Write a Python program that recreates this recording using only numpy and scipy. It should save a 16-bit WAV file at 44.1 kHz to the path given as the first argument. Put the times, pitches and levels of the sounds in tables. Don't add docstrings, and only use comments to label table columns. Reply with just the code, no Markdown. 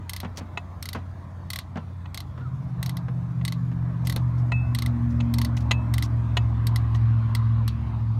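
import sys
import numpy as np
from scipy import signal
from scipy.fft import rfft, irfft
from scipy.io import wavfile
from scipy.ndimage import uniform_filter1d

SR = 44100
rng = np.random.default_rng(int(sys.argv[2]) if len(sys.argv) > 2 else 0)


def master_out(mix):
    frames = np.transpose(np.atleast_2d(mix))
    ceiling = np.clip(frames, -1, 1)
    pcm = np.round(ceiling * 32767).astype(np.int16)
    wavfile.write(sys.argv[1], SR, pcm)


N = 361179
TIME = np.arange(N) / SR
HIT = np.arange(SR // 2) / SR


def amp(db):
    return 10 ** (np.asarray(db) / 20)

def unit(x):
    return x / np.sqrt(np.mean(x ** 2) + 1e-20)

def unit_attack(x):
    return x / np.sqrt(np.mean(x[:220] ** 2) + 1e-20)

def curves(rows):
    times, *columns = np.transpose(rows)
    return [np.interp(TIME, times, column) for column in columns]

def add(mix, at_s, sound):
    part = mix[max(round(at_s * SR), 0):][:len(sound)]
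    part += sound[:len(part)]

def noise(spectrum, size=len(HIT)):
    hz, db = np.transpose(spectrum)
    gain = amp(np.interp(np.log(np.fft.rfftfreq(size, 1 / SR) + 1), np.log(hz), db))
    return unit(irfft(rfft(rng.standard_normal(size)) * gain, size))

def band(x, hz, kind):
    return signal.sosfilt(signal.butter(4, np.clip(hz, 100, SR / 2 - 1), kind, fs=SR, output="sos"), x)

def drift(per_s):
    steps = rng.standard_normal(1024)
    return np.interp(TIME * per_s, np.arange(len(steps)), steps)

def swell(at_s, width_s):
    return np.exp(-((TIME - at_s) / width_s) ** 2)

def rise(tau_s):
    return 1 - np.exp(-HIT / tau_s)

def fade(t60):
    return amp(-60 * HIT / max(t60, 1e-3))

def mode(hz, t60, start_cycles=0):
    return fade(t60) * np.sin(2 * np.pi * (hz * HIT + start_cycles))

def ring(modes):
    hz, db, t60 = np.transpose(modes)
    db = db + 3 * rng.standard_normal(len(db))
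    hz = hz * (1 + .01 * rng.standard_normal(len(hz)))
    contact = 1 - np.exp(-(HIT * hz.max() / 2) ** 2)
    return unit_attack(contact * sum(amp(d) * mode(f, t, rng.random()) for f, d, t in zip(hz, db, t60)))


def hum(hz=89.7, level_db=-38.5, fades_at_s=2.2, fade_db_per_s=12.5):
    db = level_db - fade_db_per_s * np.maximum(TIME - fades_at_s, 0)
    phase = 2 * np.pi * np.cumsum(hz * (1 + .0038 * drift(4))) / SR
    return np.sqrt(2) * amp(db + drift(4)) * (np.sin(phase) + amp(-15) * np.sin(2 * phase))


# number, relative level/dB
EXHAUST_HARMONICS = [(4, -34.5), (5, -8.5), (6, -26), (7, -18.5), (8, -0.02), (9, -14), (10, -26.5),
                     (11, -24), (12, -29.5), (13, -27), (14, -38.5), (15, -32), (16, -19.5), (18, -37),
                     (19, -29.5), (20, -36.5), (21, -33.5), (24, -40)]
# number, t/s, half width/s, gain/dB
HARMONIC_SWELLS = [(5, 3.1, .8, -7), (5, 5.3, 1.4, 3.5), (8, 4.4, 0.28, 4), (8, 7.11, 0.54, 4),
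                   (8, 7.85, 0.13, -4), (9, 2.3, 1.1, 10.5), (9, 5.9, 1.2, -20.5), (11, 3.42, 1.28, 20.5),
                   (16, 2.9, .7, -3), (16, 5.164, 0.39, 14.5), (16, 7.45, 0.48, 5.5), (18, 6.7, 0.65, 11),
                   (24, 6.78, 0.51, 12.5)]
# f/Hz, relative level/dB
RUMBLE_SPECTRUM = [(20, -53.5), (30, -38), (42, -12.5), (65, 1.5), (85, 1), (125, 0.5), (170, -6.5),
                   (250, -12.5), (380, -28), (470, -28), (600, -44), (2000, -83)]

def engine(firing_hz=119, speed_m_per_s=25, distance_m=60, abreast_s=4.85, sound_m_per_s=343):
    along_m = speed_m_per_s * (TIME - abreast_s)
    range_m = np.hypot(along_m, distance_m)
    receding = along_m / range_m
    heard_hz = firing_hz * (1 - receding * speed_m_per_s / sound_m_per_s)
    cycle = 2 * np.pi * np.cumsum(heard_hz * (1 + .002 * drift(7))) / SR / 8
    echo_phase = 2 * np.pi * (15.1 * receding - .26) / 8
    screened = .5 - .5 * np.tanh((TIME - 2.39) / .086)
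    rearward_db = 5.5 * receding
    pass_db = 20 * np.log10(distance_m / range_m) + rearward_db - 13 * screened
    facing = swell(5.66, .77)
    drone = np.zeros(N)
    for k, db in EXHAUST_HARMONICS:
        start = 2 * np.pi * rng.random()
        above_firing = max(k - 8, 0)
        waver_db = (.5 - .054 * db) * unit(drift(1.303) + drift(11))
        swell_db = sum(gain * swell(s, width) for line, s, width, gain in HARMONIC_SWELLS if line == k)
        bright_db = .55 * above_firing * facing
        direct = np.sin(k * cycle + start)
        echo = amp(-12.5 - 1.5 * above_firing) * np.sin(k * (cycle + echo_phase) + start)
        drone += np.sqrt(2) * amp(db + swell_db + waver_db + bright_db) * (direct + echo)
    rumble = amp(-38 + .2 * pass_db) * noise(RUMBLE_SPECTRUM, N)
    return amp(-25.5 + pass_db) * drone + rumble


# t/s, relative level/dB
ROAD_ENVELOPE = [(0.0, -55), (0.34, -53.5), (1.71, -57), (3.65, -53.5), (4.22, -51), (5.75, -49),
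                 (8.19, -56)]
# f/Hz, relative level/dB
WASH_SPECTRUM = [(100, -1), (300, 5.5), (400, -3.5), (520, -2.5), (650, 3), (780, 0), (1050, 4),
                 (1400, -4.5), (1800, -8.5), (2500, -16.5), (5000, -54)]
HISS_SPECTRUM = [(1000, 2), (2400, -9.5), (3500, 0.5), (5000, -6), (6500, -7.5), (8000, -12.5),
                 (9500, -12.5), (11000, -17), (15500, -17.5), (16500, -30.5)]
ROAR_SPECTRUM = [(500, -36.5), (800, -3), (1100, 5), (1350, -6), (1800, -10.5), (2400, -15), (3200, -19),
                 (4500, -24.5), (8000, -54)]

def road(waver_db=2.52):
    (level_db,) = curves(ROAD_ENVELOPE)
    wash = amp(level_db + 4.5) * noise(WASH_SPECTRUM, N)
    hiss = amp(-43 + .43 * level_db + .8 * drift(47)) * noise(HISS_SPECTRUM, N)
    roar = amp(-68 + 20.5 * swell(7.25, 1.7)) * noise(ROAR_SPECTRUM, N)
    bands = signal.stft(wash + hiss + roar, nperseg=1024)[2]
    patches = uniform_filter1d(rng.standard_normal(bands.shape), size=5, axis=0)
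    patches = unit(uniform_filter1d(patches, size=9, axis=1))
    return signal.istft(bands * amp(waver_db * patches), nperseg=1024)[1][:N]


# t/s, relative level/dB
PAWL_IMPACTS = [(.095, -23.5), (.134, -25), (.1633, -26.5), (0.202, -27.5), (.8262, -26.5), (.856, -26.5),
                (0.8888, -24.5), (0.9307, -26), (1.503, -22), (1.533, -22), (1.559, -21.5), (1.5884, -22.5),
                (2.145, -27), (2.175, -24), (2.204, -28.5), (2.8284, -23.5), (2.861, -26.5), (2.8939, -27),
                (2.9693, -29.5), (3.451, -21.5), (3.4793, -21.5), (3.5227, -25), (4.0711, -24),
                (4.0977, -21.5), (4.124, -27), (4.1615, -23.5), (4.7486, -21.5), (4.787, -22),
                (4.8218, -22), (4.8614, -22.5), (5.3389, -24), (5.3846, -22), (5.4156, -22), (5.448, -23),
                (5.9391, -22.5), (5.9814, -21), (6.0243, -20.5), (6.6692, -23.5), (6.76, -21), (7.35, -20),
                (7.6787, -24)]
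SWING_BRIGHTNESS = [-13.5, -15, -17, -18, -15.5, -21.5, -15, -19, -16.5, -17.5, -16.5, -21, -20]
# f/Hz, relative level/dB
SNAP_SPECTRUM = [(200, -30), (900, -7), (2700, 0.5), (4000, 6.5), (5200, -5), (6000, -5), (7600, -8),
                 (9200, 1.5), (10400, -8), (11800, -0.5), (14000, -3.5), (15500, -11.5), (16500, -22)]
# f/Hz, relative level/dB, T60/s
HEAD_MODES = [(1110, -6, .03), (2020, 3, .021), (3300, -4, .016), (3760, -5, .022), (3950, -7, .035),
              (4160, -13, .055), (4370, -6, .04), (4660, -11, .045), (5360, -4, .022), (6380, -14, .028),
              (9950, -14, .035), (11150, -9, .028), (11450, -5, .026), (12300, -8, .016), (13250, -9, .022),
              (14620, -13, .03)]

def ratchet(swing_gap_s=.2, ping_hz=8135):
    out = np.zeros(N)
    opens_swing = np.diff([s for s, _ in PAWL_IMPACTS], prepend=-1) > swing_gap_s
    swing_db = np.take(SWING_BRIGHTNESS, np.cumsum(opens_swing) - 1, mode="clip")
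    for (s, db), first, treble_db in zip(PAWL_IMPACTS, opens_swing, swing_db):
        click = np.zeros(len(HIT))
        bounce = (rng.uniform(.001, .0028), rng.uniform(-7, 0))
        for delay_s, blow_db in [(0, 0), bounce]:
            snap = noise(SNAP_SPECTRUM) * (fade(.01) + amp(-19) * fade(.07))
            bay = amp(-14) * band(noise(SNAP_SPECTRUM), 6900, "low") * fade(.11)
            add(click, delay_s, amp(blow_db) * (unit_attack(snap + bay) + amp(1.5) * ring(HEAD_MODES)))
        click *= rise(.0002)
        body = amp(-9.5) * unit_attack(band(click, 6970, "low"))
        treble = band(click, 7100, "high") * (1 + fade(.004))
        treble = amp(treble_db + 2.5 * first) * unit_attack(treble)
        ping = amp(-26 + 12 * first + 2 * rng.standard_normal()) * mode(ping_hz, t60=.033)
        add(out, s, amp(db) * (body + treble + ping))
    return out


# t/s, knock level/dB, relative thud level/dB, knock T60/s
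LOAD_KNOCKS = [(.232, -34.5, -36, 0.14), (.248, -34, -41, 0.074), (0.378, -37.5, -51, 0.18),
               (.408, -43, -38, 0.11), (0.9489, -30.5, -36.5, 0.14), (1.757, -37, -28.5, 0.21),
               (1.773, -34, -29, 0.068), (2.377, -42, -51, 0.12), (2.408, -47, -47, 0.088),
               (3.083, -39, -35, 0.065), (3.716, -44, -39.5, 0.076), (4.1623, -28.5, -40, 0.1)]
# f/Hz, relative level/dB
KNOCK_SPECTRUM = [(200, -0.5), (450, -2), (950, -0.5), (1600, -8.5), (2800, -16), (4500, -28), (8000, -37),
                  (16000, -18)]
# f/Hz, relative level/dB, T60/s
BRACKET_MODES = [(397, -7.5, 0.057), (556, -17, 0.11), (705, -4.5, 0.09), (855, 2.5, 0.035),
                 (994, 1, 0.058), (1210, -3.5, 0.038), (1394, -2.5, 0.033), (1920, 1, 0.054)]
CASTING_MODES = [(159.3, 0.5, .14), (197.5, -2.5, .13), (231, 1.5, 0.16), (275, -13, 0.088),
                 (475, -7.5, 0.1)]

def handle():
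    out = np.zeros(N)
    for s, db, thud_db, t60 in LOAD_KNOCKS:
        knock = unit_attack(noise(KNOCK_SPECTRUM) * fade(t60)) + amp(-17) * ring(BRACKET_MODES)
        knock = unit_attack(band(knock, 7000, "low"))
        thud = ring(CASTING_MODES)
        add(out, s, amp(db) * knock + amp(thud_db + 5) * thud / abs(thud).max())
    return out


# t/s, relative level/dB, free ring level/dB, ring T60/s, rebound gain/dB
SOCKET_IMPACTS = [(.248, -43.5, -43, .05, -11), (0.5738, -31.5, -26, 0.053, -4),
                  (2.056, -46.5, -65, .03, -6), (3.412, -48.5, -57, .03, -2), (4.5192, -31, -27, .36, -14),
                  (5.2019, -41, -42, .03, 9.5), (5.569, -45, -64, .027, 6), (5.7103, -17.5, -30.5, 0.28, 1),
                  (6.3692, -21, -37, 0.13, -5.5), (6.949, -39, -60.5, .03, -13)]
# f/Hz, relative level/dB
CLANK_SPECTRUM = [(200, -12), (600, -2), (1400, -3.5), (2300, 9.5), (4000, 7.5), (5000, -6.5), (8000, -12),
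                  (13000, -23.5), (16000, -29)]
# f/Hz, relative level/dB, T60/s
SOCKET_MODES = [(2060, 2, .026), (2620, 3, .025), (2920, -1, .03), (3280, -6, .03), (4100, -9, .025),
                (6350, -13, .02), (6690, -13, .04), (11270, -34, .09)]

def socket(rebound_s=.0038, ring_hz=2606, overtone_hz=11200):
    out = np.zeros(N)
    for s, db, ring_db, t60, rebound_db in SOCKET_IMPACTS:
        cutoff_hz = 20003 + 290 * db
        for delay_s, blow_db in [(0, 0), (rebound_s, rebound_db)]:
            crack = noise(CLANK_SPECTRUM) * (fade(.018) + amp(-20) * fade(.08))
            blow = unit_attack(unit_attack(crack) + ring(SOCKET_MODES)) * rise(.00097)
            add(out, s + delay_s, amp(db + blow_db) * band(blow, cutoff_hz, "low"))
        clunk_db = min(db + 2, -26)
        add(out, s, amp(clunk_db) * ring(BRACKET_MODES))
        free_ring = mode(ring_hz, t60) + amp(-35) * mode(overtone_hz, .2 * t60)
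        add(out, s, amp(ring_db) * free_ring)
    return out


# t/s, relative level/dB, duration/s
SOCKET_SLIPS = [(0.36, -52, .018), (0.372, -33.5, 0.032), (0.948, -50, 0.021), (4.049, -46.5, 0.059),
                (4.378, -58, 0.057), (5.1, -58, 0.056), (5.567, -41, 0.03), (5.605, -49, 0.029),
                (6.03, -38, 0.039), (6.945, -49.5, 0.035)]
# f/Hz, relative level/dB
FRICTION_SPECTRUM = [(500, -9), (2500, 1), (4200, 2), (5600, 4.5), (8000, -6), (12000, -13), (16000, -19)]

def scrapes(wrench_hz=4520):
    out = np.zeros(N)
    for s, db, length_s in SOCKET_SLIPS:
        stroke = np.clip(1 - HIT / length_s, 0, 1)
        roughness_db = 3.5 * unit(uniform_filter1d(rng.standard_normal(len(HIT)), size=40))
        grit = unit(amp(roughness_db)) * noise(FRICTION_SPECTRUM)
        note = amp(-10) * mode(wrench_hz, t60=.11)
        add(out, s, amp(db - 2) * rise(.0004) * (stroke * grit + note))
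    return out


# t/s, f/Hz, relative level/dB
SQUEAK_CONTOUR = [(2.4, 1300, -53), (2.415, 1404, -50), (2.44, 1430, -55), (2.465, 1290, -47),
                  (2.5, 1130, -65)]

def squeak():
    hz, db = curves(SQUEAK_CONTOUR)
    sounding = (TIME > SQUEAK_CONTOUR[0][0]) & (TIME < SQUEAK_CONTOUR[-1][0])
    phase = 2 * np.pi * np.cumsum(hz * (1 + .014 * drift(380))) / SR
    return sounding * amp(db + 4.5) * np.sin(phase)


def scene():
    near = ratchet() + socket() + handle() + scrapes() + squeak()
    return (near + hum() + engine() + road())[None]

def record(dry, cutoff_hz=16600):
    taps = signal.firwin(255, cutoff_hz, window=("kaiser", 8), fs=SR)
    return signal.oaconvolve(dry, taps[None], "same")


dry = scene()
out = record(dry)
master_out(out)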